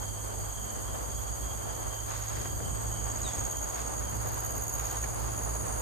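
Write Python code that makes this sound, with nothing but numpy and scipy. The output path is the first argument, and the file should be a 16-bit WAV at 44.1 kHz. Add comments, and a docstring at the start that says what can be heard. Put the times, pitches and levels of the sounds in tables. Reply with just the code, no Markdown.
"""A cricket close by at a tropical forest edge, scraping its wings in three-stroke chirps.
The microphone is a phone, turned slowly among the leaves. Farther back are more of its kind, tree
crickets, a small triller, cicada tymbals and a high insect hiss. Plants swish, leaves and sticks give
underfoot, and a bird slurs one note. Far engines drone under the tyre wash of a distant road."""
import sys
import numpy as np
from scipy import signal
from scipy.fft import rfft, irfft, next_fast_len
from scipy.io import wavfile

SR = 44100
rng = np.random.default_rng(int(sys.argv[2]) if len(sys.argv) > 2 else 0)


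def transcribe(u):
    """Save the signal u as a 16-bit wav file named by the first command-line argument.

    u: samples, shape (n,) or (channels, n), limited to [-1, 1]; the rate is SR.
    q: integer samples, one column per channel.
    """
    v = np.clip(np.atleast_2d(u).T, -1, 1)
    q = np.round(v * 32767).astype(np.int16)
    wavfile.write(sys.argv[1], SR, q)


N = 256220
T = np.arange(N) / SR
FREQS = np.maximum(np.arange(N // 2 + 1) * SR / N, 1)
SIDES = np.array([[1], [-1]])  # plus on the left, minus on the right
# the rasping cicadas and the upper part of the high insect hiss: time_s, rasp_db, upper_hiss_db
HISS_LEVELS = [(0, -54, -51), (2.2, -54, -50.5), (3.2, -49, -51.5), (4.3, -63, -53.5), (5.8, -52, -54)]


def undb(db):
    """Decibels to gain."""
    return 10 ** (np.asarray(db) / 20)


def unit(x):
    """Scale to rms 1."""
    return x / np.sqrt(np.mean(x ** 2) + 1e-18)


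def curves(table):
    """Each column after the first, joined by straight lines in time."""
    times, *columns = np.transpose(table)
    return [np.interp(T, times, column) for column in columns]


def colour(x, points):
    """Filter by a spectrum of (freq_hz, gain_db) points."""
    hz, db = np.transpose(points)
    gain_db = np.interp(np.log(FREQS), np.log(hz), db, left=-90, right=-90)
    return irfft(rfft(x) * undb(gain_db), N)


def resonate(x, hz, width_hz):
    """One resonance, gain 1 at its centre."""
    return irfft(rfft(x) / (1 + 1j * (FREQS / hz - hz / FREQS) * hz / width_hz), N)


def noise():
    """Unrelated noise, left and right."""
    return rng.standard_normal((2, N))


def noise_band(hz, width_hz):
    """Noise passed twice through one resonance, at rms 1."""
    return unit(resonate(resonate(noise(), hz, width_hz), hz, width_hz))


def walk(rate):
    """Smooth chance that changes about rate times a second; spread 1."""
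    size = next_fast_len(N, real=True)
    hz = np.arange(size // 2 + 1) * SR / size
    spectrum = rfft(rng.standard_normal(size)) * np.exp(-(hz / rate) ** 2)
    return unit(irfft(spectrum, size)[:N])


def phase_of(hz):
    """Phase of a moving pitch."""
    return 2 * np.pi * np.cumsum(hz) / SR


def pan(db):
    """Gains that put the left db above the right."""
    return undb(SIDES * db / 2)


def swell(u):
    """A smooth hump for u from -1/2 to 1/2."""
    return np.cos(np.pi * np.clip(u, -.5, .5)) ** 2


def swells(table):
    """One hump for each row that begins middle_s, length_s, level_db."""
    return sum(undb(db) * swell((T - s) / length) for s, length, db, *_ in table)


def foliage(x, t60):
    """Diffuse scatter from leaves and trunks, different on each side and as strong as x."""
    tail = rng.standard_normal((2, SR)) * undb(-60 * T[:SR] / t60)
    return unit(signal.fftconvolve(x[None], tail, axes=1)[:, :N]) * np.std(x)


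def stridulate(chirps, pitch_ratio, scatter_db, jitter):
    """Envelope and phase of a wing scraper dragged over its file; the pitch falls as each stroke slows."""
    # strokes of one chirp: delay_s, length_s, relative_db, base_pitch_hz, base_fall_hz
    strokes = [(0, 0.01, -6.5, 7010, 500), (.0122, .0105, -1, 7080, 623), (.0262, 0.014, -1.8, 7100, 600)]
    envelope = np.zeros(N)
    hz = np.full(N, strokes[0][3] * pitch_ratio, float)
    for s, db in chirps:
        for delay, length, stroke_db, start_hz, fall_hz in strokes:
            force, detune = rng.standard_normal(2)
            a, b = np.searchsorted(T, [s + delay - length / 2, s + delay + length / 2])
            u = (T[a:b] - s - delay) / length
            envelope[a:b] += undb(db + stroke_db + scatter_db * force) * swell(u)
            glide_hz = start_hz - fall_hz * (1 - np.abs(.5 - u) ** 1.3)
            hz[a:b] = pitch_ratio * (1 + jitter * detune) * glide_hz
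    return envelope, phase_of(hz)


def near_cricket():
    """Clock-like chirps close to the phone; the ground mirrors each stroke and the leaves scatter it."""
    # drift behind or ahead of the beat: time_s, lag_s
    lag = [(0, -0.002), (1.5, -0.0017), (2.4, 0.0018), (2.75, -0.00028), (3.35, -.002), (3.55, -0.0006),
           (4.1, 0), (4.45, 0.0023), (5, 0.00025), (5.8, .0005)]
    # the phone turns past gaps in the leaves: time_s, relative_db
    loudness = [(0, -40), (.17, -51), (.6, -39.5), (.72, -43), (.92, -49), (1.12, -39), (1.4, -41),
                (1.7, -43), (2.25, -35.5), (2.6, -42), (2.85, -36), (3.15, -34.5), (3.42, -32),
                (3.58, -32.5), (3.78, -36.5), (3.97, -34.5), (4.17, -41), (4.4, -35), (4.5, -36),
                (4.62, -34), (4.99, -32), (5.15, -42), (5.38, -34), (5.55, -36), (5.8, -37)]
    # the leaves shade the octave overtone: time_s, relative_db
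    overtone = [(0, -17), (3.1, -24), (3.6, -10), (3.95, -15), (4.2, -3), (4.35, -4), (4.75, -4.5),
                (4.97, -12.5), (5.8, -10)]
    first_s, gap_s, hurry_s = .0293, .0592074, .00001243  # each gap is hurry_s shorter than the last
    k = np.arange(int(T[-1] / gap_s) + 2)
    starts = first_s + k * (gap_s - hurry_s * k / 2) + .00039 * rng.standard_normal(len(k))
    starts += np.interp(starts, *np.transpose(lag))
    levels = np.interp(starts, *np.transpose(loudness)) + .15 * rng.standard_normal(len(k))
    envelope, phase = stridulate(zip(starts, levels), pitch_ratio=.99, scatter_db=1.16, jitter=.003977)
    envelope *= undb(walk(368))  # uneven teeth
    phase = phase + .24 * walk(580) + .41 * SIDES  # reaches the left microphone port first
    octave = envelope * undb(curves(overtone)[0] + walk(60)) * np.sin(2 * phase)
    octave = resonate(resonate(octave, hz=13340, width_hz=1300), hz=13450, width_hz=1600)  # upper wing mode
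    song = envelope * np.sin(phase) + octave
    echo_s = .0055 + .0003 * walk(3.08)  # the path changes as the phone moves
    echo = np.array([np.interp(T - echo_s, T, side) for side in song])
    reflections = undb(-12) * (echo + foliage(song[0], t60=.055))
    return undb(5) * (song + reflections) * pan(-1.8)


def hiss(spectrum, db, flutter_db, flutter_rate, shared):
    """A fluttering band of noise; part of it reaches both ports alike."""
    white = noise() + shared * rng.standard_normal(N)
    flutter = undb(flutter_db * walk(flutter_rate))
    return unit(colour(white, spectrum) * flutter) * undb(db)


def far_crickets():
    """More of the same kind deep in the bushes; the farthest smear into one narrow shrill."""
    # one cricket a row: pitch_ratio, chirps_per_s, relative_db
    singers = [(0.93, 15, -2.5), (0.98, 17.8, -1), (1, 16, -27), (0.94, 18.6, -10)]
    # spectrum of the shrill: freq_hz, relative_db
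    shrill_band = [(6100, -41), (6400, -3), (6560, -6), (6640, 1), (6740, -1), (6900, -9), (7150, -30)]
    # the shrill as the phone turns: time_s, level_db
    shrill_level = [(0, -46), (2.2, -47.5), (3.3, -45), (5.8, -45.5)]
    calls = np.zeros((2, N))
    for ratio, rate, db in singers:
        starts = np.arange(rng.random() - 1, T[-1] * rate + 1) / rate
        starts += .003 * rng.standard_normal(len(starts))
        envelope, phase = stridulate([(s, db) for s in starts], ratio, scatter_db=0, jitter=.00608)
        song = envelope * np.sin(phase)
        calls += foliage(song, t60=.21) + .71 * song
    shrill = hiss(shrill_band, curves(shrill_level)[0], flutter_db=-.7, flutter_rate=30, shared=.95)
    return (undb(-51.5) * unit(calls) + shrill) * pan(-2.3)


def cicadas():
    """Countless tymbal clicks blur into hiss: a steady low and middle band, and a rasp that wanders in level."""
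    # spectra, low to high: freq_hz, relative_db
    low_band = [(3700, -16), (4250, 0.5), (4660, 8.5), (5000, 0), (5400, -58)]
    mid_band = [(5400, -13.5), (6100, -5), (7000, 3.5), (7400, -2.5), (7700, 1.5), (8200, -1), (8700, 2.5),
                (9600, -4), (10700, -3), (11100, -8.5), (11500, -51)]
    rasp_band = [(7300, -25), (7700, 0), (7950, -2), (8150, -2), (8350, 1), (8700, -13), (9200, -28)]
    rasp_db, _ = curves(HISS_LEVELS)
    low = hiss(low_band, db=-59, flutter_db=1, flutter_rate=57, shared=.27) * pan(7.1)
    mid = hiss(mid_band, db=-47, flutter_db=.8, flutter_rate=64, shared=.27) * pan(-2.6)
    rasp = hiss(rasp_band, rasp_db, flutter_db=3, flutter_rate=66, shared=.21) * pan(-2.9)
    return low + mid + rasp


def high_hiss():
    """High insect hiss, and above it a faint sizzle at 14-15 kHz that grows louder late on."""
    # the hiss below 11 kHz, the hiss above 12.5 kHz and the sizzle: freq_hz, relative_db
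    lower_part = [(9000, -31), (9800, -1), (10400, -3), (10900, -2.5), (11200, -12), (11500, -26)]
    upper_part = [(12250, -39), (12550, 3), (12900, 3), (13080, 3), (13300, 2), (13550, -2), (13800, -12),
                  (14600, -56), (15500, -40)]
    sizzle_spectrum = [(13500, -19), (14000, 8), (14450, 2), (15000, -17), (15500, -21)]
    # the lower part grows louder: time_s, level_db
    growth = [(0, -78), (3.1, -65), (4.3, -55), (5.8, -50)]
    lower_db, = curves(growth)
    _, upper_db = curves(HISS_LEVELS)
    lower = hiss(lower_part, lower_db, flutter_db=2, flutter_rate=160, shared=2.2) * pan(-.78)
    upper = hiss(upper_part, upper_db, flutter_db=1.1, flutter_rate=36, shared=.085)
    faint_sizzle = hiss(sizzle_spectrum, lower_db - 4.5, flutter_db=-2, flutter_rate=55, shared=.54)
    return lower + upper + faint_sizzle


def tree_crickets():
    """Short, grainy wing trills that swell, flicker and sag in pitch, over a far choir of their kind."""
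    # one trill a row: middle_s, length_s, level_db, pitch_hz
    trills = [(0.057, .25, -59.5, 3195), (.15, .16, -60, 3112), (0.27, .26, -64.5, 3245),
              (0.299, .09, -60, 3105), (.47, .14, -59, 3200), (0.581, .13, -56, 3245),
              (.66, .16, -70, 3235), (0.7, 0.55, -59, 3088), (.74, .22, -67, 2990), (0.895, .07, -58, 3240),
              (.95, .1, -56.5, 3100), (1.03, .07, -59, 3225), (1.11, .07, -55, 3234),
              (1.185, .07, -53.5, 3240), (1.272, 0.098, -55, 3255), (1.44, .07, -56, 3235),
              (1.51, .09, -53.5, 3235), (1.689, 0.087, -58, 3260), (1.7, .3, -59, 3160),
              (1.928, 0.32, -65, 3257), (1.96, .24, -57, 3144), (1.971, .16, -63, 2958),
              (2.45, 0.27, -59, 3120), (2.45, 0.46, -61.5, 3230), (2.68, 0.17, -52, 3126),
              (2.69, .16, -70, 3218), (2.965, 0.18, -53, 3105), (3.02, .25, -66, 3205),
              (3.113, .15, -61, 3108), (3.42, 0.094, -59, 3235), (3.56, 0.14, -57, 3165),
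              (4.08, 0.12, -57, 3168), (4.46, 0.16, -60, 3066), (4.76, 0.089, -60, 3100),
              (4.93, .3, -59, 3148), (5.18, .15, -63, 3100), (5.33, 0.14, -61, 3220),
              (5.74, 0.13, -64, 3128)]
    # spectrum of the far choir: freq_hz, relative_db
    far_band = [(2800, -41), (2980, -5.5), (3130, -9), (3230, 6.5), (3310, -19.5), (3480, -5), (3700, -28)]
    # the phone turns away from that choir: time_s, level_db
    far_level = [(0, -59.5), (1.5, -58.5), (2.7, -60.5), (3.6, -59.5), (5.8, -87)]
    strokes_per_s, stroke_depth, sag_hz_per_s = 90, .42, 35
    stroke_phase = phase_of(strokes_per_s * (1 + .035 * walk(13)))
    waver_hz = 10.8 * walk(66)
    rough_rad = .33 * walk(140)  # uneven teeth
    flicker = unit(undb(2.2 * walk(55)))
    out = np.zeros((2, N))
    for s, length, db, hz in trills:
        offset, bearing = 2 * np.pi * rng.random(2)
        a, b = np.searchsorted(T, [s - length / 2, s + length / 2])
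        t = T[a:b] - s
        envelope = undb(db) * np.sqrt(2 * swell(t / length)) * flicker[a:b]
        grain = 1 + stroke_depth * np.sin(stroke_phase[a:b] + offset)
        phase = phase_of(hz - sag_hz_per_s * t + waver_hz[a:b]) + rough_rad[a:b] + offset
        out[:, a:b] += envelope * grain * np.sin(phase + .82 * np.sin(bearing) * SIDES)
    far = hiss(far_band, curves(far_level)[0], flutter_db=-1, flutter_rate=93, shared=.7)
    return out + undb(-7.5) * foliage(out[0], t60=.32) + far


def small_cricket():
    """A soft, high, unbroken trill of short wing strokes, each falling in pitch."""
    # phrases in which it swells: middle_s, length_s, level_db, pitch_hz
    phrases = [(0.549, 1.33, -59, 8297), (2.781, 0.74, -52.5, 8276), (3.37, 0.6, -52, 8450),
               (3.872, 0.43, -52.5, 8400), (4.98, .3, -56, 8370), (5.776, .5, -52, 8760)]
    strokes_per_s, fall_hz, floor_db = 58, 605, -81
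    stroke_count = phase_of(strokes_per_s * (1 + .006 * walk(3.9))) / (2 * np.pi)
    u = stroke_count % 1 - .5  # place within the stroke
    hz = curves(phrases)[-1] - fall_hz * u + 40 * walk(198)
    loudness = undb(floor_db) + swells(phrases)
    trill = unit(swell(u / .76) * np.sin(phase_of(hz))) * loudness
    return trill + undb(-8) * foliage(trill, t60=.045)


def engines():
    """Two far engines beat, one gathering speed, one steady; only their lowest firing tones carry."""
    # each tone's rise and fall: time_s, first_relative_db, first_octave_relative_db, second_relative_db
    loudness = [(0, -45.5, -43.5, -44), (.5, -42.5, -46, -47), (.8, -50, -53.5, -43.5),
                (1.3, -41.5, -48, -41), (1.72, -45, -50.5, -47), (2.15, -45, -43, -43),
                (2.55, -45, -47, -44), (2.85, -39.5, -41.5, -40), (3.3, -43.5, -47, -41.5),
                (3.65, -46, -57, -44), (4.15, -46, -42.5, -37.5), (4.55, -47, -47, -45),
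                (4.85, -42, -48, -43.5), (5.3, -42, -44, -38), (5.75, -42, -51, -37.5)]
    first_hz, rise_hz_per_s, second_hz = 52.36, .72, 60.4
    first_db, octave_db, second_db = curves(loudness)
    phase = phase_of(first_hz + rise_hz_per_s * T + .22 * walk(3.17)) - .25 * SIDES
    first = undb(first_db + 1) * np.sin(phase) + undb(octave_db + 4.5) * np.sin(2 * phase)
    phase = phase_of(second_hz + .43 * walk(5.43)) - .4 * SIDES
    second = undb(second_db + .57 * walk(6.3)) * (np.sin(phase) + undb(-13.5) * np.sin(2 * phase))
    return (first + second) * pan(-6.5)


def traffic():
    """A distant road: a wide rumble and a wash of tyres, each wavering on its own as it grows."""
    # spectrum of the road: freq_hz, relative_db
    road_band = [(20, -28), (40, -1.5), (55, 3.5), (76, 7.5), (92, 3.5), (125, 1), (190, -8), (300, -6.5),
                 (750, -5.5), (1150, -8), (1700, -15), (2500, -23.5), (3000, -22.5), (3800, -27.5),
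                 (6000, -30.5), (12000, -76)]
    # its stereo width: freq_hz, side_minus_mid_db
    width = [(40, 7), (100, 1), (170, 7), (350, 2.5), (700, 6), (1200, 3), (2200, 0), (8000, 3)]
    # rise of the tyre wash: time_s, gain_db
    wash_gain = [(0, -45), (.6, -45), (.92, -43.5), (1.1, -44.5), (1.8, -43), (2.45, -43.5), (2.9, -43),
                 (3.6, -42.5), (4.05, -41), (4.8, -41.5), (5.4, -41.5), (5.8, -40.5)]
    crossover_hz, rise_db_per_s = 370, .25
    mid, side = colour(noise(), road_band)
    side = colour(side, [(20, -15)] + width + [(20000, 0)])
    road = (mid + side * SIDES) / np.std(mid)
    rumble = irfft(rfft(road) / (1 + (FREQS / crossover_hz) ** 4), N)
    wash = road - rumble
    rumble_db = -44.5 + rise_db_per_s * T + 2.1 * walk(7.6)
    wash_db = curves(wash_gain)[0] + 1.35 * walk(24)
    return rumble * undb(rumble_db) * pan(.19) + wash * undb(wash_db) * pan(-1.65)


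def swishes():
    """Soft plants bend and slide past, as when legs push through them."""
    # one push a row: middle_s, length_s, level_db
    pushes = [(.33, .3, -45), (.72, 0.2, -50), (0.908, 0.087, -51), (1.792, 0.21, -47), (2.617, 0.076, -41),
              (2.85, 0.42, -52), (4.25, 0.3, -58)]
    # their dull spectrum: freq_hz, relative_db
    plant_band = [(130, -10), (280, 2.5), (550, 2), (900, -0.5), (1500, -26), (3000, -26)]
    return swells(pushes) * unit(colour(noise(), plant_band))


def rumble_swells():
    """The far rumble surges softly now and then."""
    # one surge a row: middle_s, length_s, level_db
    surges = [(0.686, 0.42, -48.5), (3.0, 0.2, -50), (3.187, 0.37, -54), (5.404, 0.31, -48.5),
              (5.66, 0.39, -47.5)]
    return swells(surges) * noise_band(hz=206, width_hz=140)


def leaf_litter():
    """Steps crush damp leaves in soft bursts of tiny cracks; now and then a twig snaps."""
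    # leaves brushed and trodden: middle_s, length_s, level_db
    rustles = [(2.131, 0.23, -47.5), (2.266, 0.3, -50), (2.412, 0.28, -47.5), (3.252, 0.48, -50.5),
               (3.423, 0.36, -54), (3.793, 0.25, -48), (4.046, 0.23, -58), (4.335, 0.4, -53),
               (4.882, 0.4, -48.5), (5.049, 0.21, -53), (5.264, 0.31, -51.5)]
    # spectrum of crushed leaves: freq_hz, relative_db
    leaf_band = [(400, -36), (1000, 2), (1700, 2), (2800, -4.5), (5500, -4.5), (9000, -33), (11000, -33),
                 (15000, -55)]
    # twigs snapping: start_s, relative_peak_db, resonance_hz
    twigs = [(2.11, -36, 1600), (2.136, -33, 1200), (2.157, -37, 1650), (2.369, -34.5, 1680),
             (3.792, -37.5, 1890), (3.824, -39, 1000), (4.025, -37, 1086), (4.423, -37, 1004),
             (4.797, -31, 1250), (5.039, -33, 1950)]
    cracks_per_s, snap_decay_s = 6000, .0049
    cracks = noise() * (rng.random(N) < cracks_per_s / SR)
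    cracks *= undb(2 * np.minimum(rng.exponential(size=N), 4))  # a few stand out
    out = swells(rustles) * unit(colour(cracks, leaf_band))
    for s, db, hz in twigs:
        burst = noise() * (T >= s) * np.exp(-np.abs(T - s) / snap_decay_s)
        snap = resonate(resonate(burst, hz, width_hz=1000), hz, width_hz=1800)
        out += undb(db + 3) * snap / np.abs(snap).max()
    return out


def stick_knocks():
    """A foot meets a damp stick, which rings briefly in a few dull modes."""
    # one knock a row: start_s, peak_db
    knocks = [(2.457, -26), (2.604, -28.5), (3.791, -40)]
    # modes of the stick: pitch_hz, t60_s, relative_db
    modes = [(490, 0.028, -3), (674, 0.016, 2), (1050, 0.011, -5), (1500, 0.015, -2), (1820, 0.011, -8)]
    age = T[:SR // 5]
    ring = sum(undb(db - 60 * age / t60) * np.sin(2 * np.pi * hz * age) for hz, t60, db in modes)
    out = np.zeros(N)
    for s, db in knocks:
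        a = int(s * SR)
        out[a:a + len(ring)] += undb(db) * ring / np.abs(ring).max()
    return out * pan(-2.49) + undb(-15) * foliage(out, t60=.08)


def footfalls():
    """Weight settles on soft ground with a low thud."""
    # one step a row: middle_s, length_s, level_db
    thuds = [(2.69, 0.25, -43), (2.877, 0.49, -45), (3.238, 0.16, -54), (4.148, 0.22, -41),
             (5.711, 0.42, -53)]
    return swells(thuds) * noise_band(hz=98.5, width_hz=156)


def bird():
    """One quavering whistle that drops quickly, is loudest in mid-fall and fades as it levels out."""
    start_s, attack_s, decay_s = 3.227, .035, .038
    start_hz, end_hz, glide_s = 4400, 3230, .042
    age = np.maximum(T - start_s, 0)
    hz = end_hz + (start_hz - end_hz) * np.exp(-age / glide_s) + 30 * walk(120)
    envelope = np.minimum(age / attack_s, np.exp((attack_s - age) / decay_s))
    note = np.sin(phase_of(hz)) * envelope * undb(-43 + 2.6 * walk(90))
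    return note + undb(-7) * foliage(note, t60=.25)


def scene():
    """Insects all round, the bird, steps close by and the road far off."""
    crickets = near_cricket() + far_crickets() + tree_crickets() + small_cricket()
    forest = crickets + cicadas() + high_hiss() + bird()
    steps = leaf_litter() + stick_knocks() + swishes() + footfalls()
    road = engines() + traffic() + rumble_swells()
    return forest + steps + road


def record(dry):
    """The phone cuts the top of the treble steeply."""
    top_hz = 15500
    return signal.sosfilt(signal.ellip(8, .2, 80, top_hz, fs=SR, output="sos"), dry)


dry = scene()
out = record(dry)
transcribe(out)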